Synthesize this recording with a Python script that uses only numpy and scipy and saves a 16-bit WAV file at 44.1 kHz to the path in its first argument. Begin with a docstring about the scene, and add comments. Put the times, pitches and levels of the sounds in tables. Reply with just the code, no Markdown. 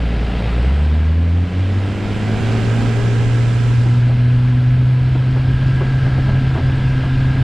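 """A four-cylinder outboard opens up and drives a boat over its bow wave onto the plane, heard from aboard.
Periodic firing makes the exhaust boom and growl, valve impacts ring the cowl, and the meshing gears
whine at full speed. A thin whistle swells as the throttle opens. Bubbles churn in the wake, ripples
slap the hull and wind rumbles. The stereo image opens and brightens during the climb, then closes."""
import sys
import numpy as np
from scipy import signal
from scipy.fft import rfft, irfft, next_fast_len
from scipy.io import wavfile
from scipy.ndimage import uniform_filter1d, map_coordinates

SR = 44100
rng = np.random.default_rng(int(sys.argv[2]) if len(sys.argv) > 2 else 0)


def bounce(signal):
    """Save signal as a 16-bit WAV file at the path given by the first command-line argument."""
    frames = np.transpose(np.atleast_2d(signal))
    limited = np.clip(frames, -1, 1)
    pcm = np.round(limited * 32767).astype(np.int16)
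    wavfile.write(sys.argv[1], SR, pcm)


N = 327663
PLANE_FROM_S, PLANE_FULL_S = 2.39, 4.7  # the hull lifts onto the plane


def exhaust_boom(firings, firing_hz, flutter_db=0.62, corner_hz=308.6):
    """Periodic excitation: one pressure wave per firing gives a fundamental and its harmonics."""
    # fundamental (time [s], level [dB])
    boom = [(0, -17), (.48, -20), (.63, -13.5), (1.2, -14), (1.8, -16.5), (1.98, -24), (2.5, -17.5),
            (3.2, -15.5), (3.7, -13.5), (3.95, -12), (4.9, -12.5), (5.3, -15), (7.43, -15.5)]
    # brief dips of the fundamental (time [s], depth [dB], half width [s])
    dips = [(1.505, 12, 0.042), (2.41, 5, 0.027), (6.6, 16, 0.026), (7.05, 6, .03)]
    # second harmonic (time [s], level [dB])
    second = [(0, -28.5), (1.45, -28.5), (1.7, -37.5), (2.15, -28), (2.8, -27), (3.35, -37), (4.4, -26),
              (4.9, -33), (7.43, -31.5)]
    boom_db = curve(boom) - sum(db * swell(s, width) for s, db, width in dips)
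    # the third harmonic fades as it climbs out of the exhaust's pass band
    third_db = -31 - 20 * np.log10(1 + (3 * firing_hz / corner_hz) ** 10)
    phase = 2 * np.pi * firings
    wave = amp(boom_db + flutter_db * wobble(35)) * np.cos(phase + 0.1 * wobble(25))
    for k, db in [(2, curve(second)), (3, third_db)]:
        wave += amp(db + 1.5 * wobble(14)) * np.sin(k * phase + 0.12 * wobble(25))
    return np.sqrt(2) * wave


def exhaust_rasp(firings, effort_db, decay_per_firing=1.13):
    """Turbulence: each firing ejects a noisy puff, filtered by the pipe and softer on the plane."""
    # pipe response (frequency [Hz], relative gain [dB])
    pipe = [(60, -32), (130, -0.5), (180, 3), (270, -0.5), (340, -10), (440, -5), (600, -11), (780, -11.5),
            (900, -19), (3000, -22.5), (8000, -62)]
    level_db = effort_db + 10 - 14 * ramp(PLANE_FROM_S, PLANE_FULL_S)
    puffs = np.exp(-decay_per_firing * (firings % 1)) * noise()
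    return amp(level_db) * unit(coloured(puffs, pipe))


def exhaust_growl(firings):
    """Amplitude modulation: unequal cylinders add tones between the firing harmonics, most under load."""
    # growl tones (frequency [multiples of crank speed], relative level [dB])
    tones = [(3, -9), (4.5, 0), (5, -1), (7, 1.5), (8, -5), (10, -15), (12.5, -14), (14, -10), (27.5, -13),
             (28.5, -13)]
    bow_wave_climb = swell(2.99, 0.84)
    level_db = -37.5 + 11.5 * bow_wave_climb - 11.5 * ramp(PLANE_FROM_S, PLANE_FULL_S)
    return amp(level_db) * crank_orders(firings, tones, waver_rad=0.2)


def cowl_clatter(firings, octaves, effort_db, looseness=2.16, lining_hz=5000):
    """Forced resonance: valve clatter, patterned over four firings, rings the lined cowl's panels."""
    # panel modes (frequency [Hz], bandwidth [Hz], relative level [dB])
    modes = [(715, 80, -5), (989, 51, -2), (1321, 84, -2), (1644, 80, 0), (2044, 84, -4.5), (2330, 140, -9),
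             (2760, 280, -13), (3200, 250, -15.5)]

    def response(hz):
        panels = sum((-1) ** k * amp(db) * 1j * hz * width / (centre**2 - hz**2 + 1j * hz * width)
                     for k, (centre, width, db) in enumerate(modes))
        return panels / (1 + (hz / lining_hz) ** 4)

    pattern = map_coordinates(rng.standard_normal(512), [firings / 4 % 1 * 511])
    rattle = looseness * amp(2.2 * np.cos(2 * np.pi * firings)) * noise()
    return amp(effort_db + 0.04 + 4 * octaves) * unit(filtered(pattern + rattle, response))


def gear_whine(firings, octaves, db_per_octave=13.5, sing_db=11.5):
    """Periodic tooth contact radiates a mesh tone with sidebands, which sing out near full speed."""
    # mesh tone and sidebands (frequency [multiples of crank speed], relative level [dB])
    tones = [(20, -7), (21, -9), (22, -9), (24, -4), (24.5, -8), (25, 0), (26, -11), (31.5, -12)]
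    level_db = -50 + db_per_octave * octaves + sing_db * ramp(5.3, 5.6)
    return amp(level_db) * crank_orders(firings, tones, waver_rad=0.6)


def wake(effort_db, patch_db=0.6, burst_db=2.0):
    """Bubble noise: foam boils in slow patches, with tiny bursts at scattered pitches."""
    # foam spectrum (frequency [Hz], relative density [dB])
    spectrum = [(100, 11.5), (250, 6), (520, 5), (1150, -3.5), (2500, -3), (3200, -4.5), (5000, -13),
                (6100, -22.5), (8300, -25.5), (10000, -31.5), (11000, -37), (15000, -56.5)]
    spectrogram = signal.stft(noise(), nperseg=256)[2]
    bursts = rng.standard_normal(spectrogram.shape[1:])
    patches = uniform_filter1d(uniform_filter1d(bursts, size=4, axis=0), size=20, axis=1)
    boiling = amp(patch_db * patches / patches.std() + burst_db * bursts)
    foam = signal.istft(spectrogram * boiling, nperseg=256)[1][:, :N]
    return amp(effort_db + 5) * unit(coloured(foam, spectrum))


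def hull_slaps(gain_db=18, rise_s=0.011, decay_s=0.014, ripples_per_s=7.7):
    """Damped impact: each ripple strikes the hull with a dull splash that decays exponentially."""
    # loudest ripples (time [s], relative level [dB])
    loud = [(3.699, -23.5), (3.853, -23), (4.095, -20), (5.149, -23.5), (5.356, -21), (5.805, -15),
            (6.062, -18.5), (6.176, -23), (6.284, -20.5), (6.548, -18.5), (6.569, -21.5), (6.694, -23.5),
            (7.034, -20)]
    # hull response (frequency [Hz], gain [dB])
    hull = [(30, -6), (200, 2), (330, 5), (450, -2), (800, -3), (1300, -11), (2200, -22), (5000, -48),
            (12000, -90)]
    delay, strength = rng.random((40, 2)).T  # lesser ripples, once the hull planes
    lesser_s = PLANE_FULL_S + (np.arange(len(delay)) + delay) / ripples_per_s
    lesser_db = -30 + strength
    envelope = np.zeros(N)
    for s, db in [*loud, *zip(lesser_s, lesser_db)]:
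        age = np.maximum(np.arange(N) / SR - s, 0)
        envelope += amp(db + gain_db) * (1 - np.exp(-age / rise_s)) * np.exp(-age / decay_s)
    return coloured(envelope * unit(noise()), hull)


def wind(effort_db, rise_db=8.5):
    """Turbulent pressure fluctuations make an uneven rumble that rises as the head wind grows."""
    # rumble spectrum (frequency [Hz], relative density [dB])
    spectrum = [(12, -17), (25, 1.5), (70, 2.5), (110, 4), (160, -5.5), (280, -9), (400, -23), (3000, -80)]
    gusts = amp(1.2 * wobble(13))
    level_db = effort_db + 8.5 + rise_db * ramp(3.05, 5.25)
    return amp(level_db) * unit(gusts * coloured(noise(), spectrum))


def whistle(centre_hz=8000, half_width_hz=130):
    """Narrow-band noise is heard as an airy pitch, strongest as the throttle opens."""
    band = filtered(noise(), lambda hz: 1 / (1 + ((hz - centre_hz) / half_width_hz) ** 2))
    return amp(-77 + 13 * swell(0.72, 0.27)) * unit(band)


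def crank_orders(firings, tones, waver_rad):
    """Superposition of unsteady tones at multiples of the crank speed, half the firing rate."""
    return unit(sum(amp(db + 1.6 * wobble(20))
                    * np.sin(np.pi * k * firings + 2 * np.pi * rng.random() + waver_rad * wobble(30))
                    for k, db in tones))


def amp(db):
    """Decibels to amplitude ratio."""
    return 10 ** (np.asarray(db) / 20)


def unit(x):
    """Scale the channels' mean to rms 1."""
    return x / np.sqrt(np.mean(np.atleast_2d(x).mean(axis=0) ** 2) + 1e-20)


def along(points, hz):
    """Interpolate (frequency [Hz], value) points on a log axis."""
    f, v = np.transpose(points)
    return np.interp(np.log(hz + 1), np.log(f), v)


def curve(points):
    """Interpolate (time [s], value) points at every sample."""
    return np.interp(np.arange(N) / SR, *np.transpose(points))


def ramp(start_s, end_s):
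    """Linear rise from 0 to 1."""
    return np.clip((np.arange(N) / SR - start_s) / (end_s - start_s), 0, 1)


def swell(centre_s, half_width_s):
    """Gaussian bell of height 1."""
    return np.exp(-((np.arange(N) / SR - centre_s) / half_width_s) ** 2)


def wobble(knots_per_s):
    """Smooth random modulation."""
    return map_coordinates(rng.standard_normal(4096), [np.arange(N) * knots_per_s / SR])


def noise():
    """Uncorrelated white noise for left and right."""
    return rng.standard_normal((2, N))


def filtered(x, response):
    """Linear filtering: multiply the spectrum by a frequency response."""
    size = next_fast_len(N + SR // 2)
    return irfft(rfft(x, size) * response(np.fft.rfftfreq(size, 1 / SR)), size)[..., :N]


def coloured(x, spectrum):
    """Filter x by (frequency [Hz], gain [dB]) points."""
    return filtered(x, lambda hz: amp(along(spectrum, hz)))


def scene():
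    """Superposition: the engine, driven by speed and effort, adds to water and wind."""
    # engine speed (time [s], firing rate [Hz])
    speed = [(0, 57), (.52, 56.7), (.64, 61.8), (.78, 73.9), (.92, 75.3), (1.72, 95.3), (2.2, 104.5),
             (2.46, 111.3), (2.85, 115), (5.8, 130.9), (7.43, 131.2)]
    # how hard the propeller churns the water (time [s], relative level [dB])
    effort = [(0, -37.5), (.5, -36), (1.24, -42.5), (2.54, -34.5), (3.7, -37), (4.9, -40), (5.85, -37),
              (7.43, -36.5)]
    firing_hz, effort_db = curve(speed), curve(effort)
    firings = np.cumsum(firing_hz) / SR
    octaves = np.log2(firing_hz / firing_hz.max())  # relative to top speed
    exhaust = exhaust_boom(firings, firing_hz) + exhaust_rasp(firings, effort_db) + exhaust_growl(firings)
    machinery = cowl_clatter(firings, octaves, effort_db) + gear_whine(firings, octaves)
    return exhaust + machinery + wind(effort_db) + wake(effort_db) + hull_slaps() + whistle()


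def record(dry, cutoff_hz=15600):
    """Mid-side stereo, band-limited: the image opens from mono, brightens and leans right, then closes."""
    # treble lift of the open image's mid (frequency [Hz], gain [dB])
    lift = [(4500, 0.4), (6200, 7.8), (7800, 9.7), (8600, 3.8), (9500, 6.9), (10700, 3), (13000, 8)]
    # side signal of the open image (frequency [Hz], gain [dB])
    width = [(60, -5), (250, -7), (500, -5), (1200, -9), (3500, -13), (7000, 6)]
    # lean of the open image (frequency [Hz], pull to the right [0-1])
    lean = [(250, .03), (640, .15), (1400, .38), (3100, .25), (7000, .1)]
    opening = ramp(0.98, 3) * (1 - ramp(3.71, 4.1))
    mid, side = (dry[0] + dry[1]) / 2, (dry[0] - dry[1]) / 2
    side = opening * (coloured(side, width) - filtered(mid, lambda hz: along(lean, hz)))
    mid = mid + opening * (coloured(mid, lift) - mid)
    end_fades = signal.windows.tukey(N, 0.001)
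    return filtered(np.array([mid + side, mid - side]) * end_fades, lambda hz: hz < cutoff_hz)


dry = scene()
out = record(dry)
bounce(out)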